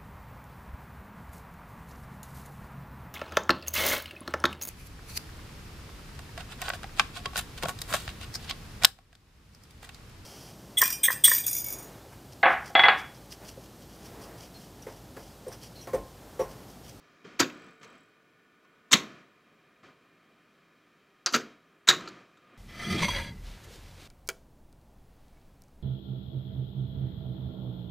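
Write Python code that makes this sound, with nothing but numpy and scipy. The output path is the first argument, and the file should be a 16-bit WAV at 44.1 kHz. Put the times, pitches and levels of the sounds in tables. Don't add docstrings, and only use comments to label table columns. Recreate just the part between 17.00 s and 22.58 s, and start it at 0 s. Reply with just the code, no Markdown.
import sys
import numpy as np
from scipy import signal
from scipy.fft import rfft, irfft
from scipy.io import wavfile
from scipy.ndimage import uniform_filter1d

SR = 44100
rng = np.random.default_rng(int(sys.argv[2]) if len(sys.argv) > 2 else 0)


def int16_out(signal):
    q = np.round(np.clip(np.atleast_2d(signal).T, -1, 1) * 32767)
    wavfile.write(sys.argv[1], SR, q.astype(np.int16))


N = 245901

# frequency_hz, t60_s
ROOM_DECAY = [(100, 0.43), (300, 0.54), (1000, 0.34), (2500, 0.25), (5000, 0.24), (8000, 0.21),
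              (14000, 0.29)]
# pitch_hz, level_db
HUM_TONES = [(166, -80.5), (220, -83), (290, -80.5), (398, -78), (1230, -81), (1490, -84), (1690, -83.5),
             (1797, -81.5), (2405, -84)]
# time_s, level_db, treble_rub_db
MOTOR_IDLE = [(0, -62, 8), (0.7, -64, 2.5), (1.5, -65.5, 2), (2.5, -63.5, 1.5), (2.899, -64.5, 1),
              (3.3, -63.5, 1.5), (4.001, -65, 3.5), (4.799, -65, 0), (5.4, -63.5, 3), (5.58, -57.5, -4.5)]
# start_s, top_db, sag_db_per_s, length_s, extra_treble_db
NOISE_TAILS = [(0.243, -51, -40, 0.23, 0.5), (0.4, -50, -18, .29, 7.5), (0.81, -54.5, -13.5, 0.15, 1),
               (1.95, -43.5, -53.5, .27, 15.5), (2.829, -54.5, -40, 0.059, 4), (4.36, -48, -62, 0.16, 15.5),
               (4.916, -41.5, -47.5, .3, 13.5)]
# frequency_hz, gain_db
NOISE_SPECTRUM = [(18, -25), (30, -17), (74, -15), (157, -2), (359, -1), (397, -3.5), (706, -6.5),
                  (863, -10), (1200, -5), (1970, -10), (2470, -13), (2870, -15.5), (7800, -32.5),
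                  (8800, -39), (15600, -59.5)]
# centre_hz, width_hz, gain_db
CAVITIES = [(1225, 37, -4), (1732.5, 14, 0.5), (2140, 18, -4.5), (2424, 130, -0.5), (3157, 100, 1),
            (3846, 30, 4.5), (4400, 43, -9)]
# pitch_hz, base_level_db
WHINE_TONES = [(446.8, -77), (1190, -78.5), (1308, -83), (1464, -75.5), (1793, -80.5), (2067, -88.5),
               (2239, -82), (2412, -82.5)]
# time_s, gain_db
WHINE_ENVELOPE = [(0, -6), (.45, 9), (.65, 12), (1.1, 2.5), (2.2, 3.5), (2.6, -9), (3.7, -8.5), (3.85, -15),
                  (5.58, -12.5)]
# time_s, teeth_per_s, level_db
GEAR_MOTION = [(0.5025, 45, -58), (.56, 41, -60.5), (0.658, 45.9, -60), (0.759, 44, -68.5),
               (.85, 38.5, -61), (1.0, 38.3, -63.5), (1.061, 38, -69.5), (1.109, 33, -78)]
# low_hz, high_hz, base_t60_s, clatter_db, ring_db
PART_BANDS = [(125, 560, 0.14, -1.5, -3), (622.2, 3100, 0.085, 1, -0.5), (2800, 4800, 0.06, -3, 0.5),
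              (4800, 7880, 0.044, 3, -5), (8400, 16900, 0.055, 3.5, -6)]
# pitch_hz, gain_db, base_t60_s
MODES = [(193, -3.5, 0.1), (268, 1.5, 0.13), (315.5, -5, 0.14), (357.2, -4, 0.14), (1096.3, -1.5, 0.17),
         (1258, -4.5, 0.1), (1341, 3.5, .07), (1607, -7, .06), (1780, -6.5, 0.02), (2160, -5.5, 0.027),
         (2188, -8.5, 0.071), (2440, -8.5, 0.014), (2990, -3, .05), (3324, -2, .04), (3650, 2, 0.055),
         (3753, -9, 0.1), (3880, -8.5, 0.12), (3978, -9.5, .06), (4160, -0.5, 0.029), (4720, -6, 0.072),
         (4680, -5, .03), (5360, -2.5, 0.029), (6100, -4.5, .03), (6200, -1, 0.043), (6607, -4, .03),
         (6493, 0.5, .03), (7100, -2.5, .03), (9500, -4, .03), (11000, 2, 0.023), (14800, 4, 0.05)]
LINKAGE_STARTS = [0, .7, 1.8, 4.0, 4.3, 4.6]
# chassis_db, lever_db, plunger_db,
# spring_db, contact_db, chassis_hz, lever_hz, plunger_hz, spring_hz, contact_hz
LINKAGE_PARTS = [(-2.5, -1.5, -2.5, -7.5, -21, 280, 1390, 3300, 6150, 11800),
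                 (-1.5, 0, -3, -4.5, -22.5, 270, 1300, 4100, 6100, 9800),
                 (-4, -1, -0.5, 0, -19, 220, 2190, 3600, 6650, 11400),
                 (-12, -7, -1, -8.5, -33.5, 340, 1330, 4700, 6000, 11400),
                 (-2, 0, 1.5, -1, -19.5, 260, 1300, 4700, 6220, 13000),
                 (-8, -2, 0.5, -3, -21.5, 346, 1400, 3800, 6700, 11400)]
# start_s, force_db, pitch_hz, brightness_db_per_part, swell_s
LEVER_SLIDES = [(0.390, -29.5, 2360, 3, 0.0056), (1.909, -34, 1183, 2, 0.0068),
                (4.318, -37.5, 11500, 1, 0.011), (4.871, -26, 1510, 2, 0.0072)]
# start_s, force_db
REBOUNDS = [(0.412, -33.5), (1.941, -32), (4.277, -41), (4.352, -36.5), (4.889, -23.5)]
# start_s, force_db, pitch_hz, brightness_db_per_part, t60_factor
LEVER_BLOWS = [(0.246, -64, 382, -7.5, 0.92), (0.397, -24, 4720, -1.5, 1.4),
               (0.401, -20.5, 6400, 2.5, 1.04), (0.405, -31.5, 270, -1, 1.1),
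               (0.409, -29, 1074, -2.5, 0.75), (0.426, -32.5, 1430, -0.5, 0.49),
               (0.498, -48.5, 2320, -1, 0.64), (0.815, -66, 325, 1.5, .73), (0.83, -55.5, 1255, 2, 1.7),
               (0.845, -54, 430, 1, 0.8), (1.649, -72, 1090, -3, .84), (1.916, -34, 4340, -1.5, 0.77),
               (1.921, -29, 6670, 0.5, 1.5), (1.9289, -17.5, 2140, 2.5, 0.66),
               (1.932, -18.5, 3450, -1.5, 1.06), (1.937, -18, 4260, 1, 0.73),
               (2.838, -72, 1242, -7.5, 0.69), (4.261, -18.5, 5320, 3, 0.32), (4.265, -23.5, 1325, 3, 1.07),
               (4.27, -41, 1290, 3.5, .8), (4.336, -33.5, 2600, 1, 1.05), (4.341, -25.5, 4630, -1.5, 0.82),
               (4.346, -26, 1500, 0.5, 1.11), (4.35, -32, 243, 0.5, 1), (4.36, -32.5, 11500, 0.5, .9),
               (4.883, -29.5, 6620, 2.5, 0.25), (4.8871, -13, 3900, 1.5, 0.73),
               (4.896, -23.5, 1604, 4.5, 0.75), (4.903, -26.5, 4400, -2, 0.79),
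               (5.007, -53, 1290, -1.5, 1.7), (5.058, -54, 384, -5.5, 0.87), (5.075, -44, 4380, -5, 0.71),
               (5.085, -51.5, 4380, 2.5, .85), (5.371, -68.5, 1346, 0, 1.1)]

ROOM_DB, HISS_DB, TREBLE_HISS_DB = -17, -82.5, -86
NOTCH_HZ, NOTCH_WIDTH_HZ, CUTOFF_HZ = 853, 100, 15900
TAIL_RISE_S, TAIL_STOP_DB_PER_S, TAIL_TREBLE_FADE_S = 0.005, -110, 0.11
BOUNCE_GAP_S, BOUNCE_FADE_DB_PER_S, BOUNCE_SCATTER_DB = 0.011, -330, 1.5
BOUNCE_T60_FACTOR, SLIDE_T60_FACTOR = 0.75, 1.6
DIRECT_HIT_DB = 7


def amp(db):
    return 10 ** (np.asarray(db) / 20)


def unit_rms(x):
    return x / np.sqrt(np.mean(x ** 2) + 1e-20)


def curve_at(points, hz):
    f, value = np.transpose(points)
    return np.interp(np.log(hz + 1), np.log(f + 1), value)


def add(mix, start_s, sound):
    part = mix[round(start_s * SR):][:len(sound)]
    part += sound[:len(part)]


def wander(rate_hz):
    size = round(4 * N / SR * rate_hz) + 8
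    knots = unit_rms(uniform_filter1d(rng.standard_normal(size), size=3))
    return np.interp(np.arange(N), np.linspace(0, N, size), knots)


def wavering_tone(hz, db, swell_db, swell_hz, drift, drift_hz):
    gain = amp(db + swell_db * wander(swell_hz))
    pitch_hz = hz * (1 + drift * wander(drift_hz))
    return gain * np.sin(2 * np.pi * np.cumsum(pitch_hz) / SR)


def reverberation(x):
    hz, t, spectra = signal.stft(rng.standard_normal(SR), SR, nperseg=256)
    decay = amp(-60 * t / curve_at(ROOM_DECAY, hz)[:, None])
    tail = signal.istft(spectra * decay, SR, nperseg=256)[1]
    tail *= 1 - np.exp(-(np.arange(len(tail)) / SR / 0.013) ** 2)
    return signal.fftconvolve(x, tail / np.linalg.norm(tail))[:N]


def hum():
    return sum(wavering_tone(hz, db, swell_db=4, swell_hz=4, drift=0.011, drift_hz=2.3)
               for hz, db in HUM_TONES)


def noise_envelope(t):
    times, idle_db, treble_db = np.transpose(MOTOR_IDLE)
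    power, treble_db = amp(2 * np.interp(t, times, idle_db)), np.interp(t, times, treble_db)
    for start_s, top_db, sag_db_per_s, length_s, extra_db in NOISE_TAILS:
        age = np.maximum(t - start_s, 0)
        rise = np.minimum(age / TAIL_RISE_S, 1)
        stop_db = TAIL_STOP_DB_PER_S * np.maximum(age - length_s, 0)
        power += rise * amp(2 * (top_db + sag_db_per_s * age + stop_db))
        treble_db += rise * extra_db * np.exp(-age / TAIL_TREBLE_FADE_S)
    return 10 * np.log10(power), treble_db


def motors_and_tails():
    frame_s = np.arange(N // 128 + 5) * 128 / SR
    hz = np.fft.rfftfreq(512, 1 / SR)[:, None]
    real, imag = rng.standard_normal((len(frame_s), len(hz), 2)).T
    treble_band = np.exp(-(np.log2((hz + 1) / 5800) / 0.59) ** 2) / (1 + (hz / 8000) ** 12)
    boom_band = 0.25 * np.exp(-(np.log2((hz + 1) / 200) / 0.52) ** 2)
    level_db, treble_db = noise_envelope(frame_s)
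    emphasis = amp(treble_band * treble_db + boom_band * (level_db - level_db.min()))
    drive = signal.istft((real + 1j * imag) * emphasis, nperseg=512, noverlap=384)[1][:N]
    hz = np.fft.rfftfreq(N, 1 / SR)
    resonance = 0.7 + sum(amp(db) / (1 + (2 * (hz - f) / width) ** 2) for f, width, db in CAVITIES)
    noise = unit_rms(irfft(rfft(drive) * resonance * amp(curve_at(NOISE_SPECTRUM, hz)), N))
    whine = sum(wavering_tone(f, db, swell_db=1.2, swell_hz=22, drift=0.0023, drift_hz=4.7)
                for f, db in WHINE_TONES)
    t = np.arange(N) / SR
    noise_db = np.interp(t, frame_s, level_db) + 0.2 * wander(7.9)
    whine_db = np.interp(t, *np.transpose(WHINE_ENVELOPE))
    return noise * amp(noise_db) + whine * amp(whine_db)


def gear():
    times, teeth_per_s, db = np.transpose(GEAR_MOTION)
    t = np.arange(times[0], times[-1], 1 / SR)
    teeth_passed = np.floor(np.cumsum(np.interp(t, times, teeth_per_s)) / SR)
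    flick_db = np.interp(t, times, db) + 1.5 * rng.standard_normal(len(t))
    flicks = np.diff(teeth_passed, prepend=0) * amp(flick_db)
    age = np.arange(1500) / SR
    ping = sum(gain * np.sin(2 * np.pi * hz * age) for hz, gain in [(7900, 1), (7650, .85), (10900, .12)])
    scrape = rng.standard_normal(len(age)) * np.exp(-age / 0.0025)
    envelope = amp(-60 * age / 0.028) * (1 - np.exp(-age / 0.0015))
    return times[0], signal.oaconvolve(flicks, (ping + scrape) * envelope)


def impact_response(forces_db, pitches_hz, t60_factor):
    t = np.arange(12000) / SR
    decay = -60 * t / t60_factor
    sound, chance = np.zeros(len(t)), rng.standard_normal((len(MODES), 2))
    for force_db, hz, part in zip(forces_db, pitches_hz, PART_BANDS):
        low_hz, high_hz, t60, clatter_db, ring_db = part
        band = signal.butter(4, [low_hz, high_hz], "bandpass", fs=SR, output="sos")
        noise = signal.sosfilt(band, rng.standard_normal(len(t)))
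        noise += 3 * signal.lfilter(*signal.iirpeak(hz, Q=5, fs=SR), noise)
        clatter = unit_rms(noise) * amp(clatter_db + decay / t60)
        ring = np.zeros(len(t))
        for (mode_hz, mode_db, mode_t60), (scatter, phase) in zip(MODES, chance):
            if 0.9 * low_hz <= mode_hz < 1.02 * high_hz:
                octaves_off = abs(np.log2(mode_hz / hz))
                level_db = mode_db + 3.5 * scatter - 100 * octaves_off + decay / mode_t60
                ring += amp(level_db) * np.sin(2 * np.pi * mode_hz * t + 3 * phase)
        rise = 1 - np.exp(-t / (0.00028 + 0.18 / low_hz))
        sound += amp(force_db) * rise * (clatter + amp(ring_db) * ring)
    return sound


def lever_slide(start_s, force_db, hz, brightness_db, swell_s):
    sound = lever_blow(start_s, force_db, hz, brightness_db, SLIDE_T60_FACTOR)
    return sound * np.minimum(np.arange(len(sound)) / SR / swell_s, 1) ** 2


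def bounces(start_s, force_db, count=6):
    gap, piece, scatter = rng.random((count, 3)).T
    delays_s = np.cumsum(BOUNCE_GAP_S * (0.5 + gap))
    forces_db = force_db + BOUNCE_FADE_DB_PER_S * delays_s + BOUNCE_SCATTER_DB * (2 * scatter - 1)
    return [(start_s + delay, db, hz, 0, BOUNCE_T60_FACTOR)
            for delay, db, hz in zip(delays_s, forces_db, 240 * 28 ** piece)]


def lever_blow(start_s, force_db, hz, brightness_db, t60_factor):
    linkage = LINKAGE_PARTS[np.searchsorted(LINKAGE_STARTS, start_s) - 1]
    share_db, part_hz = np.reshape(linkage, (2, -1))
    direct_hit = np.array([low <= hz < high for low, high, *_ in PART_BANDS])
    tilt_db = brightness_db * (np.arange(len(PART_BANDS)) - 2)
    forces_db = force_db + share_db + tilt_db + DIRECT_HIT_DB * direct_hit
    return impact_response(forces_db, np.where(direct_hit, hz, part_hz), t60_factor)


def scene():
    mechanism = np.zeros(N)
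    rebounds = [blow for row in REBOUNDS for blow in bounces(*row)]
    for row in LEVER_BLOWS + rebounds:
        add(mechanism, row[0], lever_blow(*row))
    for row in LEVER_SLIDES:
        add(mechanism, row[0], lever_slide(*row))
    add(mechanism, *gear())
    heard = mechanism + amp(ROOM_DB) * reverberation(mechanism) + motors_and_tails() + hum()
    return np.array([heard, heard])


def record(dry):
    mid = signal.lfilter(*signal.iirnotch(NOTCH_HZ, NOTCH_HZ / NOTCH_WIDTH_HZ, SR), dry[0])
    mid_noise, side_noise = rng.standard_normal((2, N))
    mid += amp(HISS_DB) * mid_noise
    mid /= (1 + abs(mid / 0.93) ** 6) ** (1 / 6)
    highpass = signal.butter(6, 3700, "highpass", fs=SR, output="sos")
    side = amp(TREBLE_HISS_DB) * signal.sosfilt(highpass, side_noise)
    lowpass = signal.firwin(1023, CUTOFF_HZ, window=("kaiser", 10), fs=SR)
    return signal.oaconvolve(np.array([mid + side, mid - side]), lowpass[None], "same")


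dry = scene()
out = record(dry)
int16_out(out)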